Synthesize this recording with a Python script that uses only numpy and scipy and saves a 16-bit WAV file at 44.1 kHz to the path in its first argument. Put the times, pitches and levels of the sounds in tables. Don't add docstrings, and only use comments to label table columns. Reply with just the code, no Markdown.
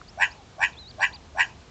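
import sys
import numpy as np
from scipy import signal
from scipy.fft import rfft, irfft
from scipy.io import wavfile
from scipy.ndimage import uniform_filter1d

SR = 44100
rng = np.random.default_rng(int(sys.argv[2]) if len(sys.argv) > 2 else 0)


def store_wav(level_fs):
    pcm = np.round(np.clip(np.atleast_2d(level_fs), -1, 1) * 32767)
    wavfile.write(sys.argv[1], SR, pcm.T.astype(np.int16))


N = 74970


def meerkat(t):
    # start in seconds, time to the loudest point in seconds, level in dB,
    # pitch in Hz, flutter rate in Hz.
    barks = [(0.1675, 0.062, 0.5, 868.6, 91.54), (0.5739, 0.064, -.5, 871.2, 91.9),
             (0.9753, 0.062, -.5, 872.6, 90), (1.3418, 0.068, 0.45, 874.8, 90.4)]
    # seconds from the loudest point, share of the bark's pitch.
    contour = np.array([(-.065, 0.63), (-.047, .76), (-.033, .89), (-.017, 0.93), (0, 1.015), (.02, 1.05),
                        (.06, 0.74)])
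    # frequency in Hz, gain in dB.
    throat = [(480, -26.5), (610, 2.5), (760, -4), (900, -4.5), (1120, 9.5), (1270, -14), (1520, -1.5),
              (1800, -2.5), (1990, -3.5), (2140, -25.5), (2320, 2), (2650, -16.5), (3050, -7), (4000, -0.5)]
    flutter_depth, flutter_jitter, pitch_jitter = 0.12, 0.0075, 0.026
    flutter_dip_db, onset_dip_db, onset_s = 7.5, 23, 0.063
    closure_power = 4.4

    voices, rasps = 0, 0
    unsteady = flutter_jitter * walk(90)
    jitter = pitch_jitter * walk(707)
    for start, climb, bark_db, hz, flutter_hz in barks:
        dt = t - start - climb
        drift = turns(flutter_hz * unsteady)
        drift = drift - np.interp(start + climb, t, drift)
        flutter = np.cos(2 * np.pi * flutter_hz * (t - start) + drift)

        path = np.interp(dt, contour[:, 0], contour[:, 1])
        pitch = hz * path * (1 + flutter_depth * flutter + jitter)

        closed = ((1 - flutter) / 2) ** closure_power
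        before_peak = np.clip(-dt / onset_s, 0, 1)
        dip_db = closed * (flutter_dip_db + onset_dip_db * before_peak)

        attack = np.clip((t - start) / 0.012, 0, 1)
        voices = voices + attack * voice(dt, turns(pitch), bark_db - dip_db)
        rasps = rasps + rasp(dt, bark_db, closed)
    return colour(voices, throat) + rasps


def voice(dt, phase, strength_db):
    # level in dB before the throat, lag of the peak in seconds,
    # rise in dB per second, fall in dB per second.
    partials = [(-21, -0.019, 722, 532), (-11, 0.00013, 1124.5, 924.5), (-18, -0.0043, 1551, 848.5),
                (-43.5, -.003, 1303.5, 740.5)]
    out = 0
    for number, (level_db, lag, rise, fall) in enumerate(partials, start=1):
        shimmer_db = 1.6 * walk(560)
        gain = undb(strength_db + level_db + shimmer_db) * swell(dt - lag, rise, fall)
        out = out + gain * np.sin(number * phase)
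    return out


def rasp(dt, bark_db, closed):
    # frequency in Hz at the loudest point, glide in Hz per second, width in Hz,
    # level in dB, lag of the peak in seconds, rise in dB per second, fall in dB per second.
    resonances = [(2527, 6498, 456, -22.5, 0.0042, 1452.5, 879.5),
                  (3842.6, -4.5, 2320, -39, -0.0032, 1452.5, 903.5),
                  (5576, -3500, 260, -45, -0.0088, 947, 804),
                  (7250, -6000, 510, -40.5, -0.00056, 1603, 1148.5),
                  (7985, 17.5, 800, -52.5, -.006, 1150.5, 1148), (6590, 12, 300, -49.5, 0.02, 1452, 846.5)]
    pulse_db, glide_s = 4, 0.042
    out = 0
    for hz, glide, width, level_db, lag, rise, fall in resonances:
        grain = signal.hilbert(band(hz, width))
        shift_hz = glide * np.clip(dt, -glide_s, glide_s)
        hiss = np.real(grain * np.exp(1j * turns(shift_hz)))
        gain = undb(bark_db + level_db - pulse_db * closed) * swell(dt - lag, rise, fall)
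        out = out + hiss * gain
    return out


def echoes(x, t):
    # delay in seconds, level in dB before the colouring.
    far_echoes = [(0.095, -28.5), (.118, -34.5)]
    # frequency in Hz, gain in dB.
    echo_colour = [(500, -3), (950, 4.5), (1900, -17), (2450, -2), (2850, -5), (3300, -7.5), (4000, -9)]

    def late(delay):
        return np.interp(t - delay, t, x, left=0)

    ground = undb(-23) * late(0.0036)
    far = sum(undb(db) * late(delay) for delay, db in far_echoes)
    return ground + colour(far, echo_colour)


def scrub(x, t):
    # middle in Hz, level in dB before the weighting by frequency,
    # time to fade by 60 dB in seconds.
    scatter = [(850, -17.5, 0.28), (1616, -20.5, 0.08), (2920, -24.5, 0.16), (5600, -13, .2)]
    late = np.maximum(t - 0.035, 0)
    response = 0
    for hz, db, t60 in scatter:
        fade = np.exp(-np.log(1000) * late / t60) * (late > 0)
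        tail = band(hz, hz * 0.41) * fade
        weight = np.sqrt(hz / SR / np.sum(tail ** 2))
        response = response + undb(db) * tail * weight
    return signal.fftconvolve(x, response)[:N]


def trails(t):
    # middle in seconds, pitch there in Hz, level in dB.
    tones = [(.40, 815, -51.5), (.745, 930, -65.5), (1.145, 862, -51)]
    fall_hz_per_s, spread_s, waver = -1900, 0.039, 0.037
    out = 0
    for middle, hz, db in tones:
        dt = t - middle
        pitch = (hz + fall_hz_per_s * dt) * (1 + waver * walk(150))
        gain = undb(db) * np.exp(-np.square(dt / spread_s))
        out = out + gain * np.sin(turns(pitch))
    return out


def bird(t):
    return whistle(t) + arched_chirps(t) + upward_chirps(t)


def whistle(t):
    # time in seconds, pitch in Hz, level in dB, both before smoothing.
    phrase = [(.725, 4700, -60), (.733, 3700, -52.5), (0.749, 3260, -67), (0.763, 3170, -68),
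              (0.785, 3680, -42), (0.791, 4120, -41.5), (0.816, 4030, -45), (0.836, 3800, -46.5),
              (.853, 3760, -49.5), (.874, 3980, -44), (0.89, 4500, -45), (.899, 4900, -48),
              (.911, 4250, -43), (0.916, 3000, -49)]
    at, hz, db = np.array(phrase).T
    gain = uniform_filter1d(np.interp(t, at, undb(db), left=0, right=0), size=130)
    pitch = uniform_filter1d(np.interp(t, at, hz), size=180)
    return gain * np.sin(turns(pitch))


def arched_chirps(t):
    # time of the top in seconds, top pitch in Hz, level in dB,
    # rise in seconds, fall in seconds.
    arches = [(.360, 4392, -61, .026, 0.062), (1.019, 4810, -41.5, .018, .014),
              (1.148, 4820, -41, 0.02, 0.018)]
    drop_hz, fade_db = 1500, 8
    out = 0
    for top, hz, db, rise, fall in arches:
        away = np.minimum(np.square((t - top) / np.where(t < top, rise, fall)), 10)
        pitch = hz - drop_hz * 2 * np.tanh(away / 2)
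        gain = undb(db - fade_db * away ** 2)
        out = out + gain * np.sin(turns(pitch))
    return out


def upward_chirps(t):
    # middle in seconds, pitch there in Hz, level in dB.
    upslurs = [(0.089, 4800, -46.5), (.317, 4750, -47)]
    sweep_hz_per_s, rise_s, fall_s = 57000, 0.010, 0.014
    out = 0
    for middle, hz, db in upslurs:
        dt = t - middle
        away = np.square(dt / np.where(dt < 0, rise_s, fall_s))
        gain = undb(db) * np.exp(-np.square(away))
        out = out + gain * np.sin(turns(hz + sweep_hz_per_s * dt))
    return out


def tick(t):
    # frequency in Hz, gain in dB.
    tick_colour = [(100, -40), (500, -18), (900, 2), (1400, 11), (2200, -8), (3200, -25), (7000, -70)]
    middle_s, width_s, peak_db = 0.016, 0.0009, -32
    burst = rng.standard_normal(N) * np.exp(-np.square((t - middle_s) / width_s))
    knock = colour(burst, tick_colour)
    return undb(peak_db) * knock / np.max(np.abs(knock))


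def outdoors():
    # frequency in Hz, relative strength in dB.
    air_colour = [(15, -43), (25, -0.5), (70, -4), (145, -7), (180, -10), (292, -14), (429, -15.5),
                  (601, -19), (677, -17), (764, -18.5), (1910, -27), (2150, -27.5), (4120, -28.5),
                  (4650, -30.5), (7900, -35), (10300, -62), (17400, -120)]
    # frequency in Hz, gain in dB.
    air_edges = [(25, -15), (42, 0), (7300, 3.5), (8000, -5.5), (8700, -8.5)]
    air = unit(colour(colour(rng.standard_normal(N), air_colour), air_edges))
    air_db = -49.5 + 0.5 * walk(15)
    drone = undb(-59) * band(73.5, 6.1)
    return air * undb(air_db) + drone


def undb(db):
    return 10 ** (np.asarray(db) / 20)


def unit(x):
    return x / np.sqrt(np.mean(x ** 2))


def colour(x, points):
    hz, db = np.array(points, float).T
    f = np.maximum(np.fft.rfftfreq(N, 1 / SR), 1)
    gain = undb(np.interp(np.log(f), np.log(hz), db))
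    return irfft(rfft(x) * gain, N)


def band(hz, width_hz):
    f = np.fft.rfftfreq(N, 1 / SR)
    away = np.square((f - hz) / width_hz * np.sqrt(2))
    spectrum = rfft(rng.standard_normal(N)) / (1 + np.square(away))
    return unit(irfft(spectrum, N))


def walk(rate):
    return band(0, rate)


def turns(hz):
    return 2 * np.pi * np.cumsum(hz) / SR


def swell(dt, rise, fall):
    crest_s = 0.02
    distance = np.hypot(dt, crest_s) - crest_s
    return undb(-np.where(dt < 0, rise, fall) * distance)


def scene():
    t = np.arange(N) / SR
    barks = meerkat(t)
    returned = echoes(barks, t) + scrub(barks, t)
    mix = barks + returned + trails(t) + bird(t) + tick(t) + outdoors()
    return mix[None]


def record(dry):
    low_pass = signal.ellip(10, 0.2, 80, 9000, fs=SR, output="sos")
    return signal.sosfilt(low_pass, dry)


dry = scene()
out = record(dry)
store_wav(out)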